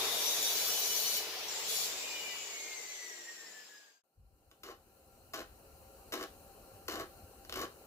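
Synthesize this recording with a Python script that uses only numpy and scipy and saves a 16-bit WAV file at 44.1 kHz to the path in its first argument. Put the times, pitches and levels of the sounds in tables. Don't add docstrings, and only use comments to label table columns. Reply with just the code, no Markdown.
import sys
import numpy as np
from scipy import signal
from scipy.fft import rfft, irfft, next_fast_len
from scipy.io import wavfile
from scipy.ndimage import uniform_filter1d

SR = 44100
rng = np.random.default_rng(int(sys.argv[2]) if len(sys.argv) > 2 else 0)


def master(y):
    cut = np.clip(np.atleast_2d(y).T, -1, 1)
    pcm = np.round(cut * 32767)
    wavfile.write(sys.argv[1], SR, pcm.astype(np.int16))


N = 346626
T = np.arange(N) / SR

FADE_GAP = (4.02, 4.038)
STOP = round(FADE_GAP[0] * SR)
SAW_T = np.arange(STOP) / SR
# frequency in Hz, left-right correlation.
LIKENESS = [(60, .92), (130, .9), (290, .94), (640, .8), (1410, .35), (3100, 0), (15000, -.05)]


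def cutting():
    # start in seconds, end in seconds, cutting level in dB,
    # tooth tone in dB above it, ring of the blade in dB above it.
    contact_rows = [(-.1, 1.175, -40, 3, 0.4), (1.656, 1.846, -41, -140, 0)]
    # start offsets of cutting, tooth tone and ring in dB.
    bite_db = (-2.5, -18, -7.5)
    # frequency in Hz, density in dB per Hz.
    rasp_spectrum = [(60, -34), (140, -19.5), (200, -10.5), (270, -15.5), (400, -40), (880, -44),
                     (1500, -23), (2070, -26.5), (2310, 0), (2650, -20), (2920, -2.5), (3190, -7.5),
                     (3880, 0.5), (4860, -1.5), (7190, 1.5), (8410, -8), (12200, 1), (15600, -14)]
    tooth_orders = [40, 80, 120, 160, 200]
    # relative level in dB, own growth along the cut in dB per second.
    tooth_rows = [(-14, 11), (-6, -8), (-15, -6), (-9.5, -2), (-5.5, -2)]
    plate_hz = [3420, 3967, 4269, 4387, 4570, 5163, 5545, 6060, 6500, 7047, 10363, 12478, 13851, 14686,
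                14890, 15111]
    # width in Hz before widening by half, relative level in dB,
    # growth along the cut in dB per second.
    plate_rows = [(45, -9.5, -12.5), (12, -10.5, 3.5), (16, -18, 14.5), (18, -14.5, 12.5), (29.9, -9, -0.5),
                  (24.2, -9.5, -5), (16, -8, -2), (45, -11, 1.5), (35, -13.5, 2), (24, -7.5, -2),
                  (16, -12.5, -0.5), (30, -23, -3.5), (25, -21.5, -1), (24, -14.5, 1.5), (16, -14.5, 6),
                  (18, -13.5, 3.5)]
    # time in seconds, pitch in Hz, level in dB.
    howl_rows = [(0.0, 3654, -38), (0.258, 3710, -42), (0.328, 3750, -35), (0.374, 3680, -47),
                 (0.506, 3755, -35), (0.548, 3760, -51), (0.62, 3700, -47.5)]
    bite_s, touch_s, leave_db_per_s = 0.26, 0.037, 150.5
    shared_tooth_growth_db_per_s = 4.5

    early = np.maximum(1 - SAW_T / bite_s, 0)
    contacts = []
    for start, end, db, _, _ in contact_rows:
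        touch_db = stroke(SAW_T, start, end, touch_s, 15, leave_db_per_s)
        contacts.append(gain_of(db + bite_db[0] * early + touch_db))
    along = np.where(SAW_T < contact_rows[1][0], SAW_T - .6, 0)

    rasp = sum(contacts) * gain_of(3) * noise(rasp_spectrum, patchy_db=1.6, count=STOP)

    tooth_level = sum(c * gain_of(row[3]) for c, row in zip(contacts, contact_rows))
    tooth_level = tooth_level * gain_of(bite_db[1] * early + shared_tooth_growth_db_per_s * along)
    tooth_gains = [gain_of(db + grow * along) for db, grow in tooth_rows]
    sing = tooth_level * orders(tooth_orders, tooth_gains, width=12, flicker_db=2)

    ring_level = sum(c * gain_of(row[4]) for c, row in zip(contacts, contact_rows))
    ring_level = ring_level * gain_of(bite_db[2] * early)
    plate = 0
    for hz, (width, db, grow) in zip(plate_hz, plate_rows):
        plate = plate + gain_of(db + grow * along) * tone(hz * SAW_T, 1.5 * width, 0, flicker_db=1.5)

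    howl_cycles = np.cumsum(saw_curve(howl_rows, outside=3700)) / SR
    howl = gain_of(saw_curve(howl_rows, column=2)) * tone(howl_cycles, width=120, steady=0.3)
    return rasp + sing + ring_level * plate + howl


def motor():
    # time in seconds, level of the roar's low part in dB, lift of the air hiss in dB.
    motor_rows = [(0, -41.5, -4.5), (.28, -46, -2.5), (.95, -48.5, -2), (1.25, -49.5, -.5), (1.6, -50, 1.5),
                  (1.84, -50, .6), (2.55, -56, .4), (3.2, -57, .4), (3.7, -53, -.5)]
    # frequency in Hz, density in dB per Hz.
    roar_spectrum = [(15, -72.5), (25, -37.5), (64, -24), (136, -21), (282, -15), (446, 1), (510, -5.5),
                     (600, -3), (1380, -8.5), (2240, -4.5), (2500, -3), (5460, -3.5), (6950, -11),
                     (8170, -17), (15600, -13)]
    shaft_orders = [1, 5, 5.54]
    shaft_db = [-25.5, -26, -19]
    shake_hz, shake_width_hz = 68, 26

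    roar = noise(roar_spectrum, patchy_db=1.5, count=STOP)
    low = signal.sosfiltfilt(signal.butter(2, 1800, fs=SR, output="sos"), roar)
    s, level_db, lift_db = np.transpose(motor_rows)
    body = low + (roar - low) * gain_of(np.interp(SAW_T, s, lift_db))
    shake = 1 / (1 + (2 * (speed() - shake_hz) / shake_width_hz) ** 2)
    shaft_gains = [gain_of(db) * (shake if k == 1 else 1) for k, db in zip(shaft_orders, shaft_db)]
    hum = orders(shaft_orders, shaft_gains, width=8, flicker_db=5.0)
    return gain_of(np.interp(SAW_T, s, level_db)) * (body / np.std(low) + hum)


def gear_whine():
    gear_orders = [3, 4, 6.55, 30.5, 32, 34.5, 35, 36, 37, 37.5, 40, 72, 80, 107, 108, 109, 144, 224.5]
    gear_db = [-26, -19.5, -16.5, -18.5, -18.5, -16.5, -16.5, -3, -15, -17.5, -12, -17, -18, -14, -9, -13.5,
               -9, -11.5]
    # frequency in Hz, gain in dB.
    housing_gain = [(170, -24), (198, 1.5), (222, -17), (275, -4.5), (340, 2.5), (420, -5), (1650, 4.5),
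                    (1770, 0), (1880, 4.5), (2250, 1), (2550, 0), (3700, -10.5), (4400, 6.5), (5600, 3),
                    (6300, 7.5), (7300, 5), (8200, -12), (10000, -17), (11000, -6), (15000, -5)]
    whine_settings = (1.8, 2.03, -47.5, 4, 0.06)

    gains = [gain_of(db + read(housing_gain, k * speed())) for k, db in zip(gear_orders, gear_db)]
    start, full, db, excess_db, settle = whine_settings
    excess = excess_db * np.exp(-np.maximum(SAW_T - full, 0) / settle)
    whine_db = db + stroke(SAW_T, start, full, full - start, 27, 0) + excess
    return gain_of(whine_db) * orders(gear_orders, gains, width=17, flicker_db=2.4)


def housing_ring():
    # frequency in Hz, width in Hz, start in seconds, peak in seconds,
    # fall in dB per second, level in dB.
    housing_rows = [(2915, 32, 2.07, 2.2, 36, -45.5), (7590, 50, 1.48, 1.56, 75, -50),
                    (7570, 50, 2.6, 3.2, 2, -56), (7220, 35, 2.3, 3.4, 12, -52),
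                    (3650, 40, 1.8, 2.0, 41, -50)]
    out = 0
    for hz, width, start, peak, fall, db in housing_rows:
        level_db = db + stroke(SAW_T, start, peak, peak - start, 3.7, fall)
        out = out + gain_of(level_db) * tone(hz * SAW_T, width, 0.18)
    return out


def trigger():
    # level in dB, ring in Hz, time to fall 60 dB in seconds.
    click_settings = (-38, 5680, .12)
    # level in dB, early excess in dB, held until in seconds, settling time in seconds.
    hiss_settings = (-50.5, 5.5, 2.0, 0.1)
    # frequency in Hz, density in dB per Hz.
    hiss_band = [(3000, -39), (5200, -16), (6600, -2.5), (7500, 1), (8000, -8.5), (9000, -41), (15600, -32)]
    release_s = 1.483

    hiss = noise(hiss_band, patchy_db=1.8, count=STOP)
    db, excess_db, held, settle = hiss_settings
    hiss = hiss * gain_of(db + excess_db * np.exp(-np.maximum(SAW_T - held, 0) / settle))

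    db, hz, t60 = click_settings
    since = np.maximum(SAW_T - release_s, 0)
    tick = tone(4270 * SAW_T, width=900, steady=0) * np.exp(-since / 0.013)
    click = tone(hz * SAW_T, width=20, steady=.8) + .6 * tick
    return (since > 0) * (gain_of(db - 60 * since / t60) * click + hiss)


def board():
    # start in seconds, length in seconds, pressure in dB at the start, at the end.
    scrape_rows = [(4.631, 0.083, -41, -40), (5.335, .081, -40.5, -43), (6.121, .12, -42, -47.5),
                   (6.881, .14, -41.5, -42.5), (7.523, .007, -48, -48.5), (7.552, .086, -42.5, -39)]
    # time in seconds, strength in dB before shaping and mixing.
    slip_rows = [(4.513, -33.5), (4.634, -30), (5.335, -29), (5.343, -29), (6.122, -33), (6.128, -29),
                 (6.137, -32), (6.21, -38), (6.226, -31.5), (6.881, -30.5), (6.955, -36), (6.996, -34.5),
                 (7.007, -37), (7.449, -41.5), (7.495, -31.5), (7.524, -27.5), (7.54, -33), (7.557, -41),
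                 (7.615, -29.5)]
    # frequency in Hz, width in Hz, relative level in dB.
    mode_rows = [(218, 70, -8.5), (315, 72, -2.5), (395, 70, -0.5), (655, 80, -3), (806, 23, -12.5),
                 (1130, 160, -0.5), (1610, 310, -2), (1816, 200, -4.5), (2650, 410, -19.5),
                 (3920, 110, -42)]
    # frequency in Hz, gain in dB.
    grit_spectrum = [(1180, -24), (2000, -4), (2500, -13), (3020, -0.5), (3380, -11.5), (3710, -4),
                     (7200, -11), (8620, -21.5), (12200, -7.5), (15600, -22)]
    grab_s, lift_db_per_s = 0.0033, 620
    grit_db, grit_fall_db_per_s = -0.5, 68

    press, grit = 0, 0
    for start, length, first_db, last_db in scrape_rows:
        along = np.clip(T - start, 0, length)
        push_db = first_db + (last_db - first_db) * along / length
        push = gain_of(push_db + stroke(T, start, start + length, grab_s, 14, lift_db_per_s))
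        press = press + push
        grit = grit + push * gain_of(grit_db - grit_fall_db_per_s * along)

    sizes = rng.standard_normal(N) * gain_of(2.0 * rng.exponential(1, N))
    clicks = evened(sizes * (rng.random(N) < 5000 / SR))

    t = np.arange(3000) / SR
    modes = 0
    for k, (hz, w, db) in enumerate(mode_rows):
        decay = np.exp(-np.pi * w * t)
        modes = modes + (-1) ** k * gain_of(db) * np.sqrt(w) * decay * np.sin(2 * np.pi * hz * t)
    modes = signal.sosfilt(signal.butter(2, 160, "high", fs=SR, output="sos"), modes)
    modes /= np.linalg.norm(modes)

    slips = np.zeros(N)
    for s, db in slip_rows:
        slips[round(s * SR)] = gain_of(db)
    burst = (1 - np.exp(-t / 0.00032)) * np.exp(-t / 0.0031)
    snap = signal.oaconvolve(slips, burst)[:N]

    wobble = evened(uniform_filter1d(rng.standard_normal(N), 500))
    judder = np.cumsum(75 * gain_of(5.0 * wobble)) / SR
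    chatter = evened(.35 + np.exp(-(judder % 1) / .22))

    wood = signal.oaconvolve((press + 0.45 * snap) * clicks, modes)[:N]
    fine = evened(colour(clicks + 0.6 * rng.standard_normal(N), grit_spectrum))
    return wood + (grit * chatter + 0.55 * snap) * fine


def room(x):
    # frequency in Hz, time to fall 60 dB in seconds.
    decay_times = [(200, 0.11), (1000, 0.22), (4000, 0.25), (12000, 0.11)]
    taps = np.zeros((2, SR // 2))
    at = np.arange(100, SR // 2 - 20, 20)
    at = at + rng.integers(0, 20, (2, len(at)))
    np.put_along_axis(taps, at, rng.choice([-1., 1.], at.shape), 1)
    hz, t, z = signal.stft(taps, SR, nperseg=256)
    decay = gain_of(-60 * t / read(decay_times, hz)[:, None])
    tail = signal.istft(z * decay, SR, nperseg=256)[1]
    wet = signal.fftconvolve(x[None], tail / np.linalg.norm(tail[0]), axes=1)[:, :N]
    return paired(*wet, size=256)


def workshop_air():
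    # frequency in Hz, density in dB per Hz.
    hiss_spectrum = [(88, -22), (150, -6.5), (445, -2), (520, -4), (632, -5), (782, -3.5), (846, -9.5),
                     (1400, -13), (2030, -24), (2820, -13.5), (3490, -32.5), (4160, -13.5), (5050, -23.5),
                     (5570, -20), (15600, -16)]
    # frequency in Hz, width in Hz (held to 28 at most), relative level in dB.
    drone_rows = [(536, 68, -1.5), (787, 20, -2), (1367, 46, -7.5)]
    air_db, floor_db = -57.5, -81

    hz = np.fft.rfftfreq(N, 1 / SR)
    peaks = sum(gain_of(db) / (1 + (2 * (hz - f) / min(w, 28)) ** 2) for f, w, db in drone_rows)
    flat = noise([(20, 0), (20000, 0)], patchy_db=-2.0)
    drone = evened(irfft(rfft(flat) * peaks, N))
    air = noise(hiss_spectrum, patchy_db=1.5) + gain_of(-7.5) * drone
    return np.hypot(gain_of(air_db) * fade_in(), gain_of(floor_db)) * air


def workshop_rumble():
    # frequency in Hz, density in dB per Hz.
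    rumble_spectrum = [(12, -40), (20, -12.5), (43, -1), (59, 1), (103, -3.5), (125, -11), (200, -21),
                       (260, -30), (440, -120)]
    # time in seconds, level in dB before the lumps and the fade-in.
    rumble_level = [(4.12, -76), (4.2, -64), (5.1, -61.5), (5.7, -60), (6.2, -66.5), (6.55, -62),
                    (7.05, -59), (7.3, -64), (7.5, -58), (7.86, -69)]
    # peak in seconds, level in dB, rise in seconds, fall in dB per second.
    thump_settings = (4.19, -57, .03, 80)
    waver_db = 1.4

    lumps = uniform_filter1d(uniform_filter1d(rng.standard_normal(N), size=3000), size=3000)
    lumps = evened(lumps)
    peak, db, rise, fall = thump_settings
    thump = gain_of(db + stroke(T, peak - rise, peak, rise, 22, fall))
    level = fade_in() * gain_of(curve(rumble_level) + waver_db * lumps) + thump
    return level * noise(rumble_spectrum, patchy_db=2.0)


def speed():
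    # time in seconds, speed in turns per second.
    speed_rows = [(0, 71.6), (.2, 73.11), (.35, 74.04), (.5, 74.67), (.65, 75.01), (.95, 74.78),
                  (1.25, 74.33), (1.5, 75.4), (1.65, 74.6), (1.95, 70.5)]
    coast_per_s = .2275
    s, last = speed_rows[-1]
    return np.where(SAW_T < s, saw_curve(speed_rows), last * np.exp(-coast_per_s * (SAW_T - s)))


def orders(multiples, gains, width, flicker_db):
    turns = np.cumsum(speed()) / SR
    out = 0
    for k, gain in zip(multiples, gains):
        loose = k / (k + 8)
        out = out + gain * tone(k * turns, width * k / 36, 1 - .74 * loose, 1 + flicker_db * loose)
    return out


def tone(cycles, width, steady, flicker_db=0):
    knots = np.arange(0, STOP + 100, 100)
    re, im, flicker = rng.standard_normal((3, 2, len(knots)))
    r = np.exp(-np.pi * width * 100 / SR)
    drift = signal.lfilter([1 - r], [1, -r], re + 1j * im)
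    drift = signal.lfilter([1], [1, -r], drift)
    same = np.clip(read(LIKENESS, cycles[-1] / SAW_T[-1]), 0, 1)
    drift[1] = same * drift[0] + np.sqrt(1 - same ** 2) * drift[1]
    drift = steady + (1 - steady) * drift / np.sqrt(np.mean(abs(drift) ** 2))
    flicker = evened(uniform_filter1d(uniform_filter1d(flicker[0], 16), 16))
    drift = drift * gain_of(flicker_db * flicker)
    turn = np.sqrt(2) * np.exp(2j * np.pi * cycles)
    return np.array([(np.interp(np.arange(STOP), knots, d) * turn).real for d in drift])


def noise(spectrum, patchy_db, count=N):
    hz = np.fft.rfftfreq(1024, 1 / SR)
    a, b, c, d, patches = rng.standard_normal((count // 512 + 3, 513, 5)).T
    patches = evened(uniform_filter1d(uniform_filter1d(patches, 10, 0), 3, 1))
    same = np.clip(read(LIKENESS, hz), -1, 1)[:, None]
    left = a + 1j * b
    right = same * left + np.sqrt(1 - same ** 2) * (c + 1j * d)
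    z = np.array([left, right]) * gain_of(patchy_db * patches)
    window = np.sqrt(signal.windows.hann(1024, False))
    x = signal.istft(z, SR, window=window, nperseg=1024)[1]
    return evened(colour(x, spectrum)[:, :count])


def paired(a, b, size=1024):
    hz, _, (za, zb) = signal.stft(np.array([a, b]), SR, nperseg=size)
    same = np.clip(read(LIKENESS, hz), -1, 1)[:, None]
    z = np.array([za, same * za + np.sqrt(1 - same ** 2) * zb])
    return signal.istft(z, SR, nperseg=size)[1][:, :N]


def colour(x, spectrum):
    size = next_fast_len(x.shape[-1])
    gain = gain_of(read(spectrum, np.fft.rfftfreq(size, 1 / SR)))
    return irfft(rfft(x, size) * gain, size)[..., :N]


def gain_of(db):
    return 10 ** (np.asarray(db) / 20)


def evened(x):
    return x / np.sqrt(np.mean(x ** 2) + 1e-20)


def read(points, hz):
    f, value = np.transpose(points)
    return np.interp(np.log(hz + 1), np.log(f + 1), value)


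def curve(rows, column=1, outside=-140):
    rows = np.array(rows)
    return np.interp(T, rows[:, 0], rows[:, column], outside, outside)


def saw_curve(rows, column=1, outside=-140):
    return curve(rows, column, outside)[:STOP]


def stroke(t, start, end, rise_s, rise_db, fall_db_per_s):
    attack = np.interp(t, [start, start + rise_s], [-rise_db, 0], -140, 0)
    return attack - fall_db_per_s * np.maximum(t - end, 0)


def fade_in():
    return np.clip((T - FADE_GAP[1]) / 2.08, 0, 1)


def scene():
    fade_out = np.clip((FADE_GAP[0] + .005 - SAW_T) / 1.48, 0, 1)
    saw = fade_out * (cutting() + motor() + gear_whine() + housing_ring() + trigger())
    saw = np.pad(saw, ((0, 0), (0, N - STOP)))
    wood = board()
    scrapes = fade_in() * (gain_of(-1.6) * wood + gain_of(-7) * room(wood))
    bench = (scrapes + workshop_air() + workshop_rumble()) * (T > FADE_GAP[1])
    left = np.roll(saw[0], 2) + bench[0]
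    right = saw[1] + np.roll(bench[1], 6)
    return np.array([left, right])


def record(dry):
    # frequency in Hz, left minus right in dB.
    lean_rows = [(30, 3), (180, 2), (550, 1.2), (1650, 2.2), (4970, 2.5), (15000, 3.6)]
    edge_hz = 15580
    left = colour(dry[0], [(hz, db / 2) for hz, db in lean_rows])
    right = colour(dry[1], [(hz, -db / 2) for hz, db in lean_rows])
    low_pass = signal.firwin(511, edge_hz, window=("kaiser", 9), fs=SR)
    return signal.oaconvolve(np.array([left, right]), low_pass[None], "same")


dry = scene()
out = record(dry)
master(out)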